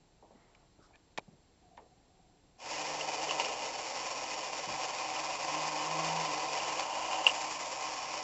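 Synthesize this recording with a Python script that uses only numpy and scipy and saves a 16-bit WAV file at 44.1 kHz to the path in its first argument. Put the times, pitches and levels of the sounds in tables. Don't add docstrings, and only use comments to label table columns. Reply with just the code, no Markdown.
import sys
import numpy as np
from scipy import signal
from scipy.fft import rfft, irfft
from scipy.io import wavfile

SR = 44100
rng = np.random.default_rng(int(sys.argv[2]) if len(sys.argv) > 2 else 0)


def file_out(sig):
    cols = np.atleast_2d(sig).T
    lim = np.clip(cols, -1, 1)
    pcm = np.round(lim * 32767).astype(np.int16)
    wavfile.write(sys.argv[1], SR, pcm)


N = 362943
TIME = np.arange(N) / SR
CRUISE_HZ = 140


def undb(db):
    return 10 ** (np.asarray(db) / 20)


def unit(x):
    return x / np.sqrt(np.mean(x ** 2))


def peak(x, db):
    return x * undb(db) / abs(x).max()


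def add(out, s, sound):
    i = int(s * SR)
    out[i:i + len(sound)] += sound[:N - i]


def curves(table):
    s, *columns = np.transpose(table)
    return [np.interp(TIME, s, column) for column in columns]


def walk(rate):
    knots = rng.standard_normal(4096)
    return 1.1 * np.interp(TIME * rate, np.arange(len(knots)), knots)


def fade(t, t60):
    return np.exp(-np.log(1000) * t / t60)


def cut(x, hz, kind, order=2):
    return signal.sosfilt(signal.butter(order, min(hz, SR / 2 - 1), kind, fs=SR, output="sos"), x)


def band(x, hz, width):
    return signal.lfilter(*signal.iirpeak(hz, hz / width, fs=SR), x)


def ring(x, response):
    return signal.oaconvolve(x, response)[:len(x)]


def body(points, resonances=(), size=8192):
    f = np.arange(size // 2 + 1) * SR / size
    hz, db = np.transpose(points)
    colour_db = np.interp(np.log(f + 1), np.log(hz), db)
    cepstrum = irfft(np.log(undb(colour_db)))
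    cepstrum[1:size // 2] *= 2
    cepstrum[size // 2 + 1:] = 0
    response = np.exp(rfft(cepstrum))
    for centre, width, lift_db in resonances:
        resonance = 1j * f * width / (centre ** 2 - f ** 2 + 1j * f * width)
        response *= 1 + (undb(lift_db) - 1) * resonance
    return irfft(response)[:size // 2]


def blow(t60, scatter, size=16384):
    force = scatter * rng.standard_normal(size) * fade(np.arange(size) / SR, t60)
    force[0] += 1
    return force


def impacts(turns, count, scatter_db, slack):
    chance = rng.standard_normal((1200 * count, 3))
    at_turn = (np.arange(len(chance)) + slack * chance[:, 0]) / count
    at = np.interp(at_turn, turns, np.arange(N))
    force = np.sign(chance[:, 1]) * undb(scatter_db * np.clip(chance[:, 2], -2, 2))
    inside = (at > 0) * (at < N - 1)
    return np.bincount(at.astype(int), force * inside, N)


def room():
    # pitch_hz, relative_db
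    hiss_colour = [(12, -26.5), (20, -8.5), (65, -7.5), (149, -8), (186, -6), (211, -13), (307, -9.5),
                   (590, -17), (739, -14.5), (1280, -25.5), (2590, -27), (2790, -27), (6880, -30),
                   (7420, -29), (8000, -49.5), (10400, -72), (17600, -120)]
    # pitch_hz, width_hz, lift_db
    hiss_humps = [(4170, 450, 4.5), (5600, 500, 1.5)]
    # pitch_hz, level_db (rms)
    whine = [(30, -77.5), (60, -80), (7418, -85), (7585, -87)]
    hiss_db = -66.74
    out = unit(ring(rng.standard_normal(N), body(hiss_colour, hiss_humps))) * undb(hiss_db)
    for hz, db in whine:
        out += np.sqrt(2) * undb(db) * np.sin(2 * np.pi * hz * TIME)
    return out


def casing_knocks():
    # start_s, level_db (peak), brightness_hz (low-pass), chatter_t60_s
    knocks = [(0.225, -48.5, 700, 0.27), (.307, -48, 750, 0.13), (0.349, -55, 260, 0.16),
              (0.788, -50, 380, 0.15), (0.907, -54, 900, 0.07), (1.185, -23, 1040, 0.0084),
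              (1.193, -49, 900, 0.072), (1.28, -47.5, 298, 0.11), (1.326, -52.5, 260, 0.13),
              (1.777, -40.5, 1710, 0.13), (4.675, -42, 300, 0.28), (4.719, -52, 110, .35)]
    # pitch_hz, relative_db
    casing_colour = [(40, -20.5), (150, -4), (300, -7.5), (500, -3.5), (950, 2), (1400, -15.5),
                     (2500, -8.5), (4000, -19), (8000, -20)]
    out, casing = np.zeros(N), body(casing_colour)
    for s, db, bright_hz, t60 in knocks:
        thud = cut(ring(blow(t60, scatter=0.14), casing), bright_hz, "low", order=3)
        add(out, s, peak(cut(thud, bright_hz / 5, "high"), db))
    return out


def catch_snaps():
    # start_s, level_db (peak), rattle_t60_s
    snaps = [(.549, -51.5, 0.039), (.957, -47.5, 0.012), (1.176, -26, 0.025), (1.1787, -24.5, 0.011),
             (1.1823, -24.5, 0.02), (1.193, -38, .008), (1.773, -49, 0.046)]
    # pitch_hz, relative_db
    catch_colour = [(100, -11), (500, -5), (1000, 6.5), (1300, 2), (2300, -1), (3500, -2.5), (6000, -5.5),
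                    (8200, -26)]
    # pitch_hz, width_hz, lift_db
    catch_modes = [(1810, 130, 5.5), (2380, 160, 16), (3000, 110, 8), (3780, 160, 6), (7040, 370, 11.5)]
    out, catch = np.zeros(N), body(catch_colour, catch_modes)
    for s, db, t60 in snaps:
        add(out, s, peak(ring(blow(t60, scatter=0.18), catch), db))
    return out


def finger_rubs():
    # start_s, length_s, level_db (rms at full stroke), pitch_hz, width_hz (half of each filter's)
    rubs = [(0.241, 0.48, -70.5, 650, 402), (0.321, 0.22, -78, 2020, 220), (0.786, 0.094, -69, 1320, 140),
            (0.789, 0.25, -72, 755, 350), (0.813, 0.07, -73, 4800, 1500), (0.928, 0.042, -68, 2380, 150),
            (0.933, 0.034, -67, 1720, 100), (1.607, .18, -66, 720, 40), (1.774, 0.7, -74, 743, 40),
            (1.799, 0.089, -62.5, 483, 110)]
    out = np.zeros(N)
    for s, length, db, hz, width in rubs:
        noise = rng.standard_normal(SR)
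        slips = unit(band(band(noise, hz, width * 2), hz, width * 2))
        stroke = signal.windows.tukey(int(length * SR), .5)
        add(out, s, undb(db) * stroke * slips[:len(stroke)])
    return out


def tin_body():
    # pitch_hz, relative_db
    tin_colour = [(60, -32.5), (220, -14.5), (400, -15.5), (600, -2.5), (1050, -3), (1500, -10),
                  (2400, -4.5), (2950, -9.5), (3300, -8.5), (4000, -10), (5000, -7.5), (6500, -8),
                  (7400, -10), (7900, -20), (8300, -32.5)]
    # pitch_hz, width_hz, lift_db
    panels = [(314.3, 11.6, 16), (431.4, 84, 7), (522.6, 24, 7.5), (594, 77, 2.5), (759.4, 7.5, 6.5),
              (784.5, 82, 8), (919.5, 25.6, 7.5), (984, 21, 4), (1051, 72, 9.5), (1302, 14, 7.5),
              (1780, 4.2, 7), (2014, 3.4, 9.5), (2053, 29, 3), (2522, 110, 6.5), (2790, 46, 7),
              (2990, 26, 10), (4475, 98, 5.5), (5020, 240, 3), (5470, 53, 4.5), (5695, 250, 3),
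              (7070, 69, 5), (6760, 31, 0.5)]
    return body(tin_colour, panels)


def car_shell(size=8192):
    # pitch_hz, relative_db, t60_s
    modes = [(2492, -8.5, 0.053), (2804, 15.5, 0.017), (2964, 7, 0.028), (3100, -25, 0.07),
             (3320, -22, 0.071), (4800, -27.5, 0.034), (7010, -35, 0.11), (7760, -27.5, 0.16)]
    t = np.arange(size) / SR
    rings = sum(undb(db) * np.sin(2 * np.pi * hz * t) * fade(t, t60) for hz, db, t60 in modes)
    return rings * (1 - fade(t, 0.012))


def rolling(tin, shell):
    # start_s, time_until_stop_s, rumble_level_db, buzz_level_db (rms at full loudness)
    rolls = [(2.96, 0.63, -43.5, -51.5), (6.518, 0.73, -38, -48)]
    wheel_hz, settle_t60_s = 90.4, .7
    out = np.zeros(N)
    jolts = impacts(TIME * wheel_hz, count=12, scatter_db=3, slack=0.49)
    rumble = unit(band(ring(jolts, tin), hz=720, width=550))
    buzz = unit(ring(jolts, shell))
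    for s, length, rumble_db, buzz_db in rolls:
        rise = np.sqrt(np.clip((TIME - s) / length, 0, 1))
        settle = fade(np.maximum(TIME - s - length, 0), settle_t60_s)
        out += rise * settle * (undb(rumble_db) * rumble + undb(buzz_db) * buzz)
    return out


def bumps(tin, shell, size=8192):
    # start_s, shell_level_db (peak), track_level_db (peak), bounces (rounded; none below 1)
    clinks = [(3.0102, -29, -31, 0), (3.294, -30, -44, 0.5), (3.309, -26.5, -24, 1),
              (3.3984, -26.5, -18.5, 1.5), (3.447, -28, -29, 1.5), (4.45, -41, -50, -1),
              (4.53, -50, -27.5, 0.5), (5.1636, -34, -33, 1), (6.6, -30.5, -39, 0), (6.795, -39, -21, 1),
              (7.13, -35, -24.5, 1), (7.2663, -7.5, -18, 2.5), (7.2947, -23.5, -32.5, 1)]
    graze_s, graze_db, bounce_s = 0.0015, -16, .0098
    shell_bounce_db, shell_hop_db, track_hop_db = -20, -0.5, -3.5
    out = np.zeros(N)
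    for s, shell_db, track_db, bounces in clinks:
        contacts = [(-graze_s, graze_db, graze_db), (0, 0, 0)]
        for k in range(1, round(bounces) + 1):
            contacts.append((k * bounce_s, shell_bounce_db + k * shell_hop_db, k * track_hop_db))
        for delay, ring_db, thud_db in contacts:
            shudder = ring(blow(t60=0.032, scatter=.55, size=size), tin)
            track = cut(shudder, 6700, "low", order=1)
            add(out, s + delay, peak(shell, shell_db + ring_db) + peak(track, track_db + thud_db))
    return out


def shaft_speed():
    # time_s, speed_hz
    motor = [(2.62, 121.1), (2.76, 147.9), (3.04, 148.6), (3.19, 143.3), (3.38, 146.4), (3.55, 128.5),
             (5.0, 137.9), (5.4, 142.8), (5.53, 151.1), (5.79, 152.9), (6.15, 164.9), (6.33, 148.6),
             (6.8, 143.8), (6.88, 126.3), (7.16, 136.2), (8.06, 132.9), (8.2, 137.5)]
    cam_turns, cam_swing, cam_free_s = 53, .014, 4.08
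    hz = curves(motor)[0]
    turns = np.cumsum(hz) / SR
    cam = np.cos(2 * np.pi * (turns - np.interp(cam_free_s, TIME, turns)) / cam_turns)
    return hz * (1 + cam_swing * cam + 0.0043 * walk(14))


def hum(turns, speed_hz):
    # pitch_hz, width_hz, lift_db
    base = [(164, 20, 16), (260, 14, 11), (304, 12, 19)]
    hum_db, overtone_db, db_per_octave = -65.5, -70, 33

    def boom_db(hz):
        return sum(db / (1 + (2 * (hz - centre) / width) ** 2) for centre, width, db in base)

    angle = 2 * np.pi * turns + 0.16 * walk(30)
    shake_db = db_per_octave * np.log2(speed_hz / CRUISE_HZ)
    first = np.sin(angle) * undb(hum_db + shake_db + boom_db(speed_hz))
    second_db = overtone_db + shake_db + boom_db(2 * speed_hz) + 1.6 * walk(7.6)
    return first + np.sin(2 * angle) * undb(second_db)


def sheet(count, t60, share_db, size=8192):
    t = np.arange(size) / SR
    pitch = rng.uniform(500, 7800, (count, 1))
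    sign = rng.choice([-1, 1], (count, 1))
    rings = (sign * np.sin(2 * np.pi * pitch * t)).sum(0) * fade(t, t60)
    return (t == 0) + undb(share_db) * rings / np.linalg.norm(rings)


def gear_train(turns, speed_hz, tin):
    octaves = np.log2(speed_hz / CRUISE_HZ)
    rattle_db = -40.5 + 15 * octaves
    clatter_db = -44.5 + 10.5 * octaves
    whir_db = -44.5 + 10 * octaves
    shaft = np.cos(2 * np.pi * turns)
    wheel = np.cos(2 * np.pi * (turns / 7 + .06 * walk(3)))
    drum = np.cos(2 * np.pi * (turns / 18 + 0.28 * walk(1.835)))
    bind = walk(70)
    teeth = impacts(turns, count=32, scatter_db=5, slack=.4)
    teeth = teeth * undb(1.53 * shaft + 1.0 * wheel + 0.3 * drum + 1.3 * bind)
    chatter = impacts(turns, count=12, scatter_db=2.5, slack=.45)
    chatter = chatter * undb(1.3 * wheel + .5 * drum + .7 * bind)
    ticks = ring(ring(teeth, tin), sheet(count=220, t60=0.05, share_db=-17))
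    whir = cut(ticks, 3670, "high", order=5)
    clatter = cut(cut(ticks, 1457, "high", order=3), 3070, "low", order=5)
    rattle = cut(ring(chatter, tin), 1077, "low", order=3)
    return unit(whir) * undb(whir_db) + unit(clatter) * undb(clatter_db) + unit(rattle) * undb(rattle_db)


def moving_microphone(x):
    # pitch_hz, width_hz
    beams = [(455, 62), (1060, 220), (5510, 310)]
    # time_s, low_band_db, middle_band_db, high_band_db
    facing = [(2.7, 0, -2, 1.5), (3.4, 8.5, -5.5, 0.5), (3.9, 3.5, 0, 3.5), (4.5, 1.5, -1, 2),
              (5.2, -3, 2.5, 1), (6.1, 0, 3.5, -1.5), (6.6, 5.5, 2, 1), (7.2, -8, 1, -1), (8.0, 0, 3.5, 3)]
    # pitch_hz, width_hz
    drifting = [(2510, 130), (7120, 790)]
    drift_db, back_off_s, back_off_db_per_s = 0.96, 7.4, -2.55
    for (hz, width), db in zip(beams, curves(facing)):
        x = x + (undb(db) - 1) * band(x, hz, width)
    for hz, width in drifting:
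        x = x + (undb(drift_db * walk(2.34)) - 1) * band(x, hz, width)
    return x * undb(back_off_db_per_s * np.maximum(TIME - back_off_s, 0))


def scene():
    switch_s, spin_up_s = 2.577, .1
    hand_off_s, let_go_s, hand_db = 3.02, 0.047, -1.5
    speed_hz = shaft_speed()
    turns = np.cumsum(speed_hz) / SR
    tin, shell = tin_body(), car_shell()
    switched_on = np.clip((TIME - switch_s) / spin_up_s, 0, 1)
    held = 1 - np.clip((TIME - hand_off_s) / let_go_s, 0, 1)
    drive = moving_microphone(gear_train(turns, speed_hz, tin)) + hum(turns, speed_hz)
    handling = casing_knocks() + catch_snaps() + finger_rubs()
    cars = rolling(tin, shell) + bumps(tin, shell)
    return (room() + handling + cars + switched_on * undb(hand_db * held) * drive)[None]


def record(dry):
    return signal.sosfilt(signal.ellip(10, .2, 70, 8200, fs=SR, output="sos"), dry)


dry = scene()
out = record(dry)
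file_out(out)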